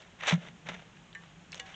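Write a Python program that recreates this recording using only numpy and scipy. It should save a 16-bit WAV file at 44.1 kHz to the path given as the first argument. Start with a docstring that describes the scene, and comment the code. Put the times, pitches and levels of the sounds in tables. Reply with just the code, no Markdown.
"""A steel shovel crunches through gravel in a post hole, outdoors: one hard thrust, then lighter scrapes.
The crunch is a dense train of tiny impacts, which also excite the modes of the blade.
The thrust stops on packed earth with a thud that booms in the air column of the hole.
Pebbles tick down, a stone clinks on the steel, and the blade takes a ringing knock.
A faint echo from the trees and quiet outdoor air lie behind."""
import sys
import numpy as np
from scipy import signal
from scipy.io import wavfile
from scipy.ndimage import uniform_filter1d

SR = 44100
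rng = np.random.default_rng(int(sys.argv[2]) if len(sys.argv) > 2 else 0)


def dump_mix(stems):
    """Bounce the given channels to the path in sys.argv[1] as a 16-bit WAV at rate SR."""
    frames = np.atleast_2d(stems).T  # one column per channel
    limited = np.clip(frames, -1, 1)  # hard clip at full scale
    pcm = np.round(limited * 32767).astype(np.int16)
    wavfile.write(sys.argv[1], SR, pcm)


N = 77175
T = np.arange(N) / SR

# strokes through the gravel:
# (start [s], rise [s], hold [s], level [dB], fade [dB/s], treble [dB], bass [dB])
STROKES = [(-.02, 0.0067, .03, -55, 208, 0.5, 4), (0.183, 0.023, .005, -47.5, 495, -6, -14),
           (0.221, 0.0025, 0.0045, -41, 498, -10.5, -9.5), (0.243, 0.012, 0.017, -36.5, 503, -2, -7),
           (0.268, .012, 0.013, -26.5, 591.5, 6.5, -3), (0.305, 0.0064, .02, -33.5, 606, -5, 6.5),
           (0.372, 0.053, .055, -51, 612.5, -1.5, 7), (0.654, 0.011, .075, -47.5, 168, -3.5, 1),
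           (0.926, 0.012, .04, -68, 208, -20, -21), (1.208, 0.016, .02, -61, 105, 1, 4),
           (1.514, 0.012, 0.046, -54.5, 207, 10.5, 4.5), (1.649, 0.013, .085, -54, 202, 2.5, -7.5)]
# stones catching under the blade: (time [s], level [dB], time constant [s], treble [dB], bass [dB])
CATCHES = [(0.208, -44.5, 0.0032, 8.5, 0.5), (0.2345, -29.5, 0.0063, -4, -20), (0.2853, -23, 0.0026, 3, -5),
           (0.3226, -26.5, 0.0044, 0.5, 3.5), (0.34, -37, 0.0024, 11, -9), (.354, -61.5, .003, 26, 1),
           (0.485, -43, 0.0024, 2.5, 5), (0.668, -40, .006, -4, -4), (0.688, -31, 0.0091, -1, 3),
           (0.741, -43, 0.0082, 1, -15), (0.794, -42, 0.0033, -12, -0.5), (0.822, -49.5, 0.0031, -11, 6),
           (1.596, -42, .008, 11.5, -11)]
# spectrum of the crunch: (frequency [Hz], relative level [dB])
GRIT_SPECTRUM = [(100, -23), (280, -9.5), (450, -5.5), (620, 0.5), (1150, -4), (1900, 1.5), (2700, -2.5),
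                 (3700, -5), (4300, -18.5), (5000, -22.5), (6000, -13), (7100, -18.5), (8000, -31.5),
                 (9000, -45)]
# modes of the blade: (frequency [Hz], relative level [dB], time to fall 65 dB [s])
BLADE_MODES = [(491.6, -10, 0.23), (760, -10.5, 0.32), (767, -8, 0.48), (1100, -15.5, 0.48),
               (1667, -7.5, 0.41), (1915, 1.5, 0.092), (2110, -27.5, .13), (2300, -2.5, .08),
               (2893, 7, 0.073), (3510, -5.5, .14), (4053, 3, 0.018), (4554, -2.5, 0.032), (5380, -8, .04),
               (6130, -1, .04), (7220, 6, 0.016)]
# stops of the blade on packed earth: (time [s], level [dB], hold [s])
THUDS = [(0.3245, -18.5, 0.018), (.3755, -33, .005)]
# air modes of the hole, strongest first: (frequency [Hz], relative level [dB], time to fall 61 dB [s])
HOLE_MODES = [(169.5, 0, 0.095), (124, -21, 0.05), (235, -46, .05), (574, -4.5, 0.032)]
# envelope of the hollow hum: (time [s], level [dB])
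HUM_ENVELOPE = [(0, -69.5), (.28, -58.5), (.43, -55.5), (.535, -46), (.62, -65), (.68, -45), (.79, -55.5),
                (.88, -61.5), (.97, -53.5), (1.06, -65), (1.25, -58), (1.6, -60), (1.75, -63)]
# stone on stone: (time [s], peak [dB], centre [Hz], bandwidth [octaves], time constant [s])
CLACKS = [(.020, -44, 2470, 2, .001), (0.2074, -34, 1200, 2.1, 0.0038), (.2362, -27, 1660, 1.1, 0.0024),
          (0.2968, -12.5, 2800, 0.72, .0018), (0.97, -45, 2330, 0.9, 0.0017),
          (1.1284, -42, 3300, 0.77, 0.0033), (1.1498, -38, 1860, 0.99, 0.0018), (1.237, -40, 1600, 2, .001),
          (1.263, -47.5, 3000, 0.68, 0.00056), (1.5202, -33.5, 5100, 0.71, 0.00093),
          (1.528, -33.5, 2500, 1.15, 0.0034), (1.5449, -29, 2030, 2.24, 0.00064),
          (1.555, -41, 6160, 0.41, 0.0015), (1.572, -40, 2600, 1.3, 0.0006), (1.578, -44, 5530, 0.59, .001),
          (1.665, -46.5, 3570, 0.93, .002), (1.7425, -38, 3020, .35, 0.0048)]
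# modes of a stone's clink on steel: (frequency [Hz], relative level [dB], time to fall 65 dB [s])
CLINK_MODES = [(1143, -24, .8), (1560, -10.5, .04), (1620, -13, 0.22), (1791, -0.5, 0.16), (1997, -8, .12),
               (2160, -10, 0.064), (2280, -15, 0.093), (2950, -13.5, .1), (3950, -15.5, 0.054),
               (5830, -21, .05), (7370, -11, 0.017)]
# spectrum of the outdoor air: (frequency [Hz], relative level [dB])
AIR_SPECTRUM = [(15, -55), (25, -9.5), (109, -4), (178, -7), (245, -10), (475, -13), (669, -15), (814, -12),
                (876, -14), (1210, -15.5), (3220, -17), (4650, -29.5), (7050, -24), (8790, -44),
                (11400, -97), (19300, -120)]


def crunch(treble_hz=4500, bass_hz=550, blade_db=-21.5):
    """Forced vibration: grinding grit and catching stones drive the gravel and the blade's modes."""
    strokes, catches = [], []
    for start, rise, hold, db, fade, treble_db, bass_db in STROKES:
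        attack = np.clip((T - start) / rise, 0, 1)
        fading_s = np.maximum(T - start - rise - hold, 0)
        strokes.append((attack * amp(db - fade * fading_s), treble_db, bass_db))
    for start, db, decay_s, treble_db, bass_db in CATCHES:
        decay = np.exp(-np.maximum(T - start, 0) / decay_s)
        catches.append(((T >= start) * amp(db) * decay, treble_db, bass_db))
    force = np.zeros(N)
    for events, noise in ((strokes, grains()), (catches, rng.standard_normal(N))):
        treble = signal.sosfiltfilt(signal.butter(2, treble_hz, "high", fs=SR, output="sos"), noise)
        bass = signal.sosfiltfilt(signal.butter(2, bass_hz, "low", fs=SR, output="sos"), noise)
        for envelope, treble_db, bass_db in events:
            force += envelope * (noise + (amp(treble_db) - 1) * treble + (amp(bass_db) - 1) * bass)
    return convolve(force, colour(GRIT_SPECTRUM)) + amp(blade_db) * convolve(force, ring(BLADE_MODES))


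def grains(per_second=16000, spread_db=3, clump_db=1.98, clump_s=.004):
    """Shot noise: grains strike at random, as impulses of uneven size that swell in clumps."""
    sizes = amp(spread_db * np.minimum(rng.exponential(1, N), 4))
    clumps = unit_rms(uniform_filter1d(rng.standard_normal(N), int(clump_s * SR)))
    impulses = rng.choice([-1, 1], N) * (rng.random(N) < per_second / SR)
    return unit_rms(sizes * amp(clump_db * clumps) * impulses)


def hole_boom(rise_s=.0061):
    """Air-column resonance: the blade's sudden stop excites the modes of the hole."""
    out = np.zeros(N)
    attack = np.minimum(T / rise_s, 1)
    for start, level_db, hold in THUDS:
        after_hold = np.maximum(T - rise_s - hold, 0)
        boom = np.zeros(N)
        for k, (hz, db, fall_s) in enumerate(HOLE_MODES):
            age = after_hold if k == 0 else T  # only the strongest mode is held
            boom += amp(db) * .00091 ** (age / fall_s) * np.sin(2 * np.pi * hz * T)
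        add(out, start, amp(level_db) * attack * boom)
    return out


def hole_hum(stage_width_hz=37):
    """Resonant filtering: the hole's strongest mode draws a hum from the noise of stirred earth."""
    hz = HOLE_MODES[0][0]
    resonator = signal.iirpeak(hz, hz / stage_width_hz, SR)
    hum = rng.standard_normal(N)
    for _ in range(2):
        hum = signal.lfilter(*resonator, hum)
    return unit_rms(hum) * amp(np.interp(T, *np.transpose(HUM_ENVELOPE)))


def stone_clacks():
    """Impact noise: stones sound briefly in a band set by their size, and the hole's walls reflect it."""
    stones = np.zeros(N)
    t = T[:SR // 20]
    for start, db, hz, octaves, decay_s in CLACKS:
        edges_hz = [hz * 2 ** (-octaves / 2), hz * 2 ** (octaves / 2)]
        burst = rng.standard_normal(len(t)) * np.exp(-t / decay_s)
        snap = signal.sosfilt(signal.butter(3, edges_hz, "band", fs=SR, output="sos"), burst)
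        add(stones, start, amp(db) * snap / abs(snap).max())
    return stones + reflections(stones, level_db=-9.5, t60_s=.035)


def steel_strikes(clink_s=1.1497, knock_s=1.5985):
    """Free vibration: the steel rings on after a stone's clink and after a knock."""
    steel = np.zeros(N)
    add(steel, clink_s, amp(-37.5) * ring(CLINK_MODES))
    add(steel, knock_s, amp(-42.5) * ring(BLADE_MODES))
    return steel


def ring(modes):
    """Modal superposition: a struck body sounds as a sum of damped sines, here of random sign."""
    return sum(rng.choice([-1, 1]) * amp(db) * .00058 ** (T / fall_s) * np.sin(2 * np.pi * hz * T)
               for hz, db, fall_s in modes)


def reflections(sound, level_db, t60_s):
    """Reverberation: sparse reflections begin after 2 ms and decay exponentially."""
    arrivals = rng.standard_normal(N) * (rng.random(N) < .1) * (T > .002)
    return amp(level_db) * convolve(sound, arrivals * 1e-3 ** (T / t60_s))


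def outdoor_air(level_db=-58):
    """Stationary noise: a quiet background, strongest in the bass."""
    return amp(level_db) * unit_rms(convolve(rng.standard_normal(N), colour(AIR_SPECTRUM)))


def colour(spectrum, size=4096):
    """Minimum phase: the Hilbert transform turns a log spectrum into a causal impulse response."""
    hz, db = np.transpose(spectrum)
    bins_hz = abs(np.fft.fftfreq(size, 1 / SR)) + 1
    log_gain = np.log(amp(np.interp(np.log(bins_hz), np.log(hz), db)))
    transfer = np.exp(np.conj(signal.hilbert(log_gain)))
    return np.fft.ifft(transfer).real[:size // 2]


def convolve(x, response):
    """Linear filtering by an impulse response scaled to unit energy."""
    return signal.fftconvolve(x, response / np.linalg.norm(response))[:N]


def amp(db):
    """Amplitude ratio of a level in decibels."""
    return 10 ** (np.asarray(db) / 20)


def unit_rms(x):
    """Normalisation to an rms of 1."""
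    return x / np.sqrt(np.mean(x ** 2) + 1e-20)


def add(mix, start_s, sound):
    """Superposition of a delayed sound on the mix."""
    part = mix[round(start_s * SR):][:len(sound)]
    part += sound[:len(part)]


def scene():
    """Superposition of the digging, its faint echo from the trees, and the outdoor air."""
    digging = crunch() + stone_clacks() + steel_strikes() + hole_boom() + hole_hum()
    air = outdoor_air()
    tree_echo = reflections(digging, level_db=-40, t60_s=1)
    return (digging + tree_echo + air)[None]


def record(dry):
    """Band limiting: a steep low-pass filter removes the highest treble."""
    cutoff_hz = 8900
    lowpass = signal.firwin(511, cutoff_hz, window=("kaiser", 9), fs=SR)
    return signal.oaconvolve(dry, lowpass[None], "same")


dry = scene()
out = record(dry)
dump_mix(out)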